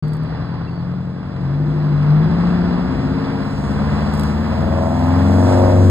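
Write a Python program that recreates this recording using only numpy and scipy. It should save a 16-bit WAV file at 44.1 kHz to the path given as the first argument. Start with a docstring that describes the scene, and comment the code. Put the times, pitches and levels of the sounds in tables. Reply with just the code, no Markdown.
"""A deep rumble and a low engine drone come in first, after a blink of silence, then grit sprays and far birds chirp.
A two-stroke diesel V8 lorry with twin exhaust stacks pulls a trailer round a paved lot towards a phone, revving up.
The stacks drone as clean tones on multiples of the shaft speed, and the high multiples rasp.
Block and tyres roar as coloured noise, partly pulsing with the firings; grit ticks are tiny noise bursts.
A thin hiss hangs high, made of a narrow band of noise, and the birds are short whistles."""
import sys
import numpy as np
from scipy import signal
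from scipy.fft import rfft, irfft
from scipy.io import wavfile
from scipy.ndimage import uniform_filter1d

SR = 44100
rng = np.random.default_rng(int(sys.argv[2]) if len(sys.argv) > 2 else 0)


def wav_record(signal):
    """Record a signal, one row per channel, as 16-bit PCM in the file named by sys.argv[1]."""
    frames = np.transpose(np.atleast_2d(signal))
    bounded = np.clip(frames, -1, 1)
    # unit amplitude maps onto the largest positive 16-bit level
    quanta = np.round(bounded * 32767).astype(np.int16)
    wavfile.write(sys.argv[1], SR, quanta)


def volts_from_db(level):
    """Convert decibel levels to linear amplitude ratios."""
    exponent = np.asarray(level, float) / 20
    return 10 ** exponent


N = 260190
TIME = np.arange(N) / SR  # seconds
HZ = np.fft.rfftfreq(N, 1 / SR)


def rms1(x):
    """Scale to an rms of 1, over both channels together if there are two."""
    return x / np.sqrt(np.mean(x ** 2))


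def on_log(hz, table, column=1):
    """Read one column of a table along a log-frequency axis, holding the end values."""
    table = np.array(table, float)
    return np.interp(np.log(hz + 1), np.log(table[:, 0]), table[:, column])


def curves(table):
    """Join each column of a table by straight lines in time; the first column is seconds."""
    seconds, *columns = np.transpose(table)
    return [np.interp(TIME, seconds, column) for column in columns]


def walk(rate_hz):
    """Wandering random level: values held 1 / rate_hz seconds, smoothed twice, spread near 1.9."""
    hold = int(SR / rate_hz)
    steps = np.repeat(rng.standard_normal(N // hold + 1), hold)
    return 2.54 * uniform_filter1d(uniform_filter1d(steps, hold), hold)[:N]


# How the two microphone ports of the phone differ.
# Each row: frequency in Hz, left minus right in dB, lead of the right in radians, likeness from 0 to 1.
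PORTS = [(30, 1.2, 0, .4), (90, 1.8, .2, .6), (260, 3.7, .4, .8), (600, 2.5, 1.1, .9), (780, -2, 1.3, .9),
         (1000, -5.6, .5, .87), (1300, -1.8, -.1, .92), (1460, -2.9, -.2, .92), (1800, .8, -.7, .88),
         (2050, -4, -1.5, .7), (2500, 0, -3.5, .85), (2700, 2.6, -3.2, .65), (3100, 2.2, -2.6, .9),
         (3230, 1.5, -4.5, .5), (3360, 2, -6.3, .85), (3700, .2, -9.1, .8), (3900, 3.3, -11.4, .8),
         (4220, -2.5, -15.2, .7), (4400, 0, -15.9, .92), (4650, -2.5, -15.4, .6), (4850, -6, -14.8, .7),
         (5300, 0, -15.7, 1)]
# From its first frequency up, this lead is used instead of the ports' lead: in the treble, each band is either
# alike or opposite in the two channels. Each row: frequency in Hz, lead of the right in half cycles.
TREBLE_FLIPS = [(5300, -5), (6250, -5), (6450, -6), (8600, -6), (9750, -7), (10950, -7), (11300, -8),
                (13750, -8), (13950, -9)]


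def ports(x):
    """Carry one sound to the two ports, each with its own colour and lag; in the treble the two channels are
    band by band alike or opposite."""
    treble_lead = np.pi * on_log(HZ, TREBLE_FLIPS)
    lead = np.where(HZ < TREBLE_FLIPS[0][0], on_log(HZ, PORTS, column=2), treble_lead)
    # each port takes half of the difference
    half = volts_from_db(on_log(HZ, PORTS) / 2) * np.exp(-.5j * lead)
    return irfft(rfft(x) * np.array([half, 1 / half]), N)


def roar(colour, source):
    """Coloured noise at rms 1: part reaches both ports alike, the scattered rest differs."""
    likeness = np.clip(on_log(HZ, PORTS, column=3), 0, 1)
    left = ports(rng.standard_normal(N) * source)[0]
    right = ports(rng.standard_normal(N) * source)[1]
    scattered = rfft(np.array([left, right]))
    alike = rfft(ports(rng.standard_normal(N) * source))
    mixed = np.sqrt(likeness) * alike + np.sqrt(1 - likeness) * scattered
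    return rms1(irfft(mixed * volts_from_db(on_log(HZ, colour)), N))


# Far birds. Each row: middle in seconds, pitch in Hz, peak level in dB, half length in seconds.
CHIRPS = [(.684, 2700, -46, .011), (2.505, 2700, -48, .012), (2.612, 4700, -50, .005)]


def birds():
    """Short whistles: steady sine tones under flat-topped swells."""
    song = np.zeros(N)
    for middle_s, hz, db, half_s in CHIRPS:
        shape = np.exp(-((TIME - middle_s) / half_s) ** 4)
        song += volts_from_db(db) * shape * np.sin(2 * np.pi * hz * TIME)
    return song


# Each row: time in seconds, level of the thin hiss in dB (it flickers around this),
# level of the topmost treble in dB.
TREBLE = [(.03, -57, -108), (.78, -56, -106), (.9, -69, -102), (1.4, -68, -100), (2.2, -60, -87),
          (3.0, -59, -75), (3.6, -59, -68), (4.05, -57, -68), (4.2, -57, -63), (4.7, -60, -65.5),
          (5.5, -61, -58), (5.9, -58, -60.5)]


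def thin_hiss():
    """A narrow band of noise, unrelated left and right, with a flickering level."""
    centre_hz, half_width_hz = 4550, 125
    shape = np.exp(-((HZ - centre_hz) / half_width_hz) ** 2)
    noise = rms1(irfft(rfft(rng.standard_normal((2, N))) * shape, N))
    flicker_db = 1.5 * walk(6)
    return volts_from_db(curves(TREBLE)[0] + flicker_db) * noise


# Colour of the topmost treble. Each row: frequency in Hz, relative level in dB.
SIZZLE_COLOUR = [(9000, -23), (11000, -5.5), (14000, -3.5), (15700, -1.5), (16000, -50)]


def sizzle():
    """The topmost treble: steady noise whose level follows its column of the treble table."""
    return volts_from_db(curves(TREBLE)[1]) * roar(SIZZLE_COLOUR, 1)


# The lorry draws nearer. Each row: time in seconds, clatter and hiss levels in dB before each layer's own offset.
NEARING = [(.03, -43, -68), (.35, -42, -72), (1.25, -45.5, -71.5), (1.9, -39.5, -65.5), (2.4, -36.5, -64.5),
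           (3.0, -37, -60.5), (3.6, -37, -57), (4.3, -35, -56), (4.75, -37.5, -56.5), (5.1, -35.5, -52),
           (5.45, -33.5, -48.5), (5.75, -35.5, -50), (5.9, -35, -49.5)]
# The louder ticks of grit. Each row: time in seconds, strength in dB before gain and filters.
TICKS = [(0.0827, -56), (0.1346, -51), (0.14, -57), (.152, -59), (.169, -58), (.2354, -60), (4.139, -45),
         (4.151, -48), (4.1772, -48), (4.1962, -40), (4.1995, -46), (4.2104, -46), (4.2352, -42)]
# Loose grit sprays up. Each row: start in seconds, end in seconds, grains a second, dB over the patter.
SPRAYS = [(.07, 0.298, 900, 3), (4.124, 4.3, 1100, 4.5)]


def grit():
    """Stones tick under the tyres: a few loud ones, a random patter and short sprays, all tiny noise bursts."""
    seconds, db = np.transpose(TICKS)
    clicks = np.zeros(N)
    clicks[(seconds * SR).astype(int)] = 6 * volts_from_db(db)
    clicks = signal.lfilter(*signal.butter(1, 11000, fs=SR), clicks)
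    grains_per_s, lift_db = np.full(N, 300.), np.zeros(N)
    for start, end, spray_rate, spray_db in SPRAYS:
        inside = (TIME > start) & (TIME < end)
        grains_per_s = np.where(inside, spray_rate, grains_per_s)
        lift_db = np.where(inside, spray_db, lift_db)
    # the patter follows the hiss level as the lorry nears
    grain_db = curves(NEARING)[1] + lift_db - 0.5 + 1.9 * rng.exponential(size=N)
    patter = (rng.random(N) < grains_per_s / SR) * volts_from_db(grain_db)
    patter = signal.lfilter(*signal.butter(2, 9000, fs=SR), patter)  # the small grains are duller
    decay_s = 0.0009
    tick = rng.standard_normal(512) * np.exp(-np.arange(512) / (decay_s * SR))
    tick = np.convolve(tick, [1, 1])  # softens the very top
    ticking = np.convolve(clicks + patter, tick)[:N]
    return signal.lfilter(*signal.butter(2, 3000, "high", fs=SR), ticking)


# Colour of the rumble. 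Each row: frequency in Hz, relative level in dB.
RUMBLE_COLOUR = [(20, -33.5), (35, -13.5), (60, 0), (100, -1.5), (160, -4), (260, -6), (400, -15),
                 (600, -20), (900, -65.5)]
# Each row: time in seconds, level of the rumble in dB (it wanders around this).
RUMBLE_LEVEL = [(.03, -33.5), (.6, -32), (1.25, -35), (1.6, -29), (2.2, -26.5), (2.8, -28), (3.4, -29),
                (4.0, -28), (4.6, -27), (5.2, -29.5), (5.9, -29.5)]


def rumble():
    """The low part of the roar: deep noise with a slowly wandering level."""
    return volts_from_db(curves(RUMBLE_LEVEL)[0] + 1.3 * walk(4.39)) * roar(RUMBLE_COLOUR, 1)


# Colour of the hiss. Each row: frequency in Hz, relative level in dB.
HISS_COLOUR = [(3000, -17), (5000, 6), (7500, 0), (9500, -3), (11000, -19.5)]


def hiss(burst):
    """The high part of the roar: noise that swells with each firing and grows as the lorry nears."""
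    level_db = curves(NEARING)[1] + 5 + 0.86 * walk(9)
    return volts_from_db(level_db) * roar(HISS_COLOUR, 1 + 0.25 * burst)


# Colour of the clatter. Each row: frequency in Hz, relative level in dB.
CLATTER_COLOUR = [(250, -23.5), (450, -6.5), (600, -3.5), (800, -3.5), (1100, -5.5), (1700, -11.5),
                  (2200, -17.5), (2900, -20.5), (3170, -25), (3470, -21), (3770, -25.5), (4070, -20),
                  (4370, -27), (4750, -23), (5250, -24), (6500, -65.5)]


def clatter(burst):
    """The middle part of the roar: noise that swells with each firing."""
    level_db = curves(NEARING)[0] + 6.5 + 0.5 * walk(9)
    return volts_from_db(level_db) * roar(CLATTER_COLOUR, 1 + 0.24 * burst)


# Engine speed. Each row: time in seconds, shaft turns a second.
SHAFT = [(0.03, 9.43), (0.23, 9.8), (0.44, 10.46), (0.68, 10.48), (0.95, 11.18), (1.15, 11.04),
         (1.29, 11.45), (1.42, 11.1), (1.63, 12.41), (1.77, 12.63), (1.97, 12.21), (2.13, 12.47),
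         (2.38, 14.4), (2.47, 14.7), (2.75, 14.67), (3.15, 17.02), (3.45, 16.94), (4.0, 18.8), (4.27, 18.9),
         (4.6, 20.28), (5.03, 21.36), (5.5, 23.7), (5.65, 23.86), (5.9, 23.6)]


def shaft():
    """The shaft speed in Hz and the turns made so far, which add up from the speed."""
    shaft_hz = curves(SHAFT)[0]
    return shaft_hz, .21 + np.cumsum(shaft_hz) / SR


# The eight firings of one turn. Each row: when it fires as a share of the turn, strength in dB.
FIRINGS = [(.1, 0), (.235, -12), (.36, -3), (.49, -14), (.6, 0), (.74, -12), (.87, -6), (.98, -14)]


def firing_bursts(turns):
    """A kick per cylinder and turn, uneven in size and timing; each gas burst dies away smoothly."""
    scatter_db, jitter_s, decay_s = 4.5, .0003, .011
    share, db = np.transpose(FIRINGS)
    whole_turns = int(turns[-1])
    at_turn = (np.arange(whole_turns)[:, None] + share).ravel()
    time_chance, size_chance = rng.standard_normal((len(at_turn), 2)).T
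    sample = (np.interp(at_turn, turns, TIME) + jitter_s * time_chance) * SR
    size = volts_from_db(np.tile(db, whole_turns) + scatter_db * size_chance)
    pulses = np.bincount(np.clip(sample.astype(int), 0, N - 1), size, N)
    return rms1(signal.lfilter([1], [1, -np.exp(-1 / (decay_s * SR))], pulses))


# Single shaft multiples swell or sink for a while as the firing balance shifts.
# The first list names the multiple of each row of the second.
SWELL_ORDERS = (3, 5, 5, 6, 13, 13, 13, 14, 15, 16, 16, 17, 17, 18, 20, 20, 21, 21, 22, 22, 23, 24, 25, 26,
                27, 27, 31, 31, 32, 35, 39, 43, 47, 34, 25, 27, 24, 27, 27, 15, 12, 38, 16, 8, 61, 28, 12,
                29, 19, 40, 7, 19, 46)
# Each row: start in seconds, end in seconds, change in dB.
# Where the start is the later time, the change has the opposite sign between the two times.
SWELLS = [(-0.5, 2.9, -7.5), (0, 1.4, -10.5), (3, 3.7, -10.5), (3, 3.7, 9), (0, 1.9, 13), (3, 4.1, 11.5),
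          (3.5, 6, -4), (3, 6, -7.5), (5.5, 6, 3), (2.5, 2.85, -6.5), (3.5, 4.2, -9), (2.5, 3.05, 12.5),
          (4.5, 5.1, -8.5), (4.5, 4.8, -13), (-1, 0.69, 5.5), (2.4, 2.8, -4), (0, 1.3, -3.5),
          (3.5, 5.15, -15), (1.95, 2.7, -10), (4.5, 5.1, -7), (5.5, 6, 9), (6, 5.2, 5), (1.5, 2.9, -9),
          (5.5, 6, 4), (1, 1.95, 7), (5.5, 6, -12), (4.5, 4.95, 8), (2, 2.1, -11), (3.5, 5.1, 8.5),
          (4.5, 5.1, 4), (5, 5.2, 7), (6, 5.2, 5.5), (4.5, 4.8, 7), (6, 5.8, 7.5), (6, 5.8, 2.5),
          (4.5, 5.0, 3.5), (2.5, 2.85, 2), (0.15, 0.43, 6.5), (4.5, 3.45, 4), (2.9, 4.2, 4),
          (1.14, 1.35, -4), (5.5, 5.75, 7.5), (3.0, 3.65, 3.5), (7, 5.1, 5), (3, 3.6, 3), (1.5, 2.5, 4),
          (5, 6, 5.5), (4.5, 5.35, 5.5), (5, 5.4, 7.5), (4, 4.7, -8), (3.5, 4.0, 7), (1.5, 2.9, 9),
          (6.5, 5.9, 8)]


def swell_db(order):
    """Rise, hold and fall of all the swells of one shaft multiple, with soft edges."""
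    def edge(s):
        return .5 + .5 * np.tanh((TIME - s) / .04)

    total_db = 0
    for swelling, (start, end, db) in zip(SWELL_ORDERS, SWELLS):
        if swelling == order:
            total_db = total_db + db * (edge(start) - edge(end))
    return total_db


# The shaft multiples that belong to a cylinder bank.
BANK_ORDERS = (4, 8, 12, 16)
# Levels in dB of the shaft multiples from the 3rd up, from uneven firing; those beyond share the last one.
ORDER_DB = [-1, 7, 7.5, 0, 4.5, -5.5, 3.5, -0.5, 5, 8.5, -11, -2, -2, 9.5, -6.5, -5, -9.5, -5, 6, 3.5, -4.5,
            -1, 2.5, 1, 3, -5.5]
# Standing waves in the stacks. Each row: frequency in Hz, level in dB.
STACKS = [(30, -8), (60, -5), (90, -2), (112, -1), (130, -14.5), (150, 9.5), (170, -1.5), (188, 1.5),
          (205, 11.5), (228, 2), (257, 6.5), (280, 3.5), (305, -5), (330, -4.5), (352, 8), (375, -3),
          (420, -9.5), (456, 8.5), (480, -6), (550, -2), (600, -2), (650, 2), (720, 3.5), (820, -3),
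          (930, 0), (1000, -5), (1040, 0), (1090, -10), (1300, -10)]
# Standing waves met by the cylinder-bank multiples. Each row: frequency in Hz, level in dB.
BANK_STACKS = [(36.0, -11), (60.0, -11.5), (80.0, 4.5), (95.0, 18), (115.0, -1), (135.0, 13), (150.0, 17.5),
               (165.0, 6.5), (178.0, 11), (190.0, -1), (210.0, 4), (225.0, -2), (240.0, -2), (257.0, 2),
               (280.0, 1), (300.0, -22), (335.0, -7.5), (385.0, -20)]
# How hard the exhaust blows. Each row: time in seconds, base level of the low multiples (load) in dB,
# base level of the high ones (rasp) in dB, cylinder-bank multiples over the load in dB.
EXHAUST = [(.03, -46, -48.5, 2.5), (.3, -40, -50, -5), (.9, -43, -50.5, -3), (1.3, -41.5, -50.5, -11),
           (1.43, -41, -49, -3), (1.55, -44, -45, 0), (2.15, -42.5, -45, 2.5), (2.3, -37, -41, 0),
           (2.85, -41, -42.5, 4.5), (2.97, -38.5, -45, -2), (3.5, -41, -49, 0.2), (3.8, -41, -45, 8),
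           (4.4, -38, -46, 3), (4.55, -35.5, -43, -0.5), (4.8, -36, -36.5, -0.5), (5.1, -36, -35, 0.8),
           (5.25, -35.5, -38.5, -1), (5.4, -36.5, -33.5, -1.2), (5.7, -36, -30.5, -1.5),
           (5.9, -34, -39.5, -1)]
# The rasp moves as the stacks turn. Each row: time in seconds, rasp centre in Hz,
# how far every fourth rasp multiple stands above the others in dB, lift of all odd multiples in dB.
RASP_CENTRE = [(0, 336, -0.5, 1), (2.2, 344, -0.5, 0), (3.1, 400, 0.5, 1.5), (3.7, 477, -1, 0),
               (4.2, 750, -1, 0), (4.5, 620, 4, 0.5), (5.1, 860, 5, 0), (5.3, 544, 1.5, 4),
               (5.6, 538, -1.5, 4.5), (5.9, 514, 0, 2)]


def drone(shaft_hz, turns):
    """Tones on the shaft multiples, phased by the firing pattern, swelling as they cross a standing wave."""
    first_order, last_order, rasp_from = 3, 64, 20
    load_db, rasp_db, bank_db = curves(EXHAUST)
    centre_hz, contrast_db, odd_db = curves(RASP_CENTRE)
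    share, firing_db = np.transpose(FIRINGS)
    out = 0
    for k in range(first_order, last_order + 1):
        hz = k * shaft_hz
        if k < rasp_from:
            level_db = load_db
        else:
            side = 1 if k % 4 == 3 else -1  # every fourth multiple against the others
            level_db = rasp_db + side * contrast_db / 2 - 7 * np.log2(hz / centre_hz) ** 2
        level_db = level_db + ORDER_DB[min(k - first_order, len(ORDER_DB) - 1)]
        if k in BANK_ORDERS:
            level_db = level_db + bank_db + on_log(hz, BANK_STACKS)
            wander_db = .6
        else:
            level_db = level_db + on_log(hz, STACKS)
            wander_db = .9
        level_db = level_db + swell_db(k) + wander_db * walk(9)
        if k % 2:
            level_db = level_db + odd_db
        phase = np.angle(np.sum(volts_from_db(firing_db) * np.exp(-2j * np.pi * k * share)))
        # below the 16th, the starting phase shifts more and more
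        phase += np.pi / 24 * max(16 - k, 0) ** 2
        waver = .0015 * k * walk(10)  # radians: no two turns are quite alike
        out = out + np.sqrt(2) * volts_from_db(level_db) * np.cos(2 * np.pi * k * turns + phase + waver)
    return out


def scene():
    """The revving lorry with its grit and roar, under the thin hiss and the far birds."""
    shaft_hz, turns = shaft()
    burst = firing_bursts(turns)
    background = birds() + thin_hiss() + sizzle()
    roaring = rumble() + hiss(burst) + clatter(burst)
    return background + roaring + ports(grit() + drone(shaft_hz, turns))


def low_pass(x):
    """Removes everything above the highest recorded frequency."""
    return signal.sosfilt(signal.butter(12, 15800, fs=SR, output="sos"), x)


def record(dry):
    """The sound fades in quickly after a short silence; the loudest peaks are rounded."""
    start_s, fade_s, ceiling = .0245, .0025, .95
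    gate = np.clip((TIME - start_s) / fade_s, 0, 1)
    rounded = dry * gate / (1 + np.abs(dry / ceiling) ** 4) ** .25
    return low_pass(rounded)


dry = scene()
out = record(dry)
wav_record(out)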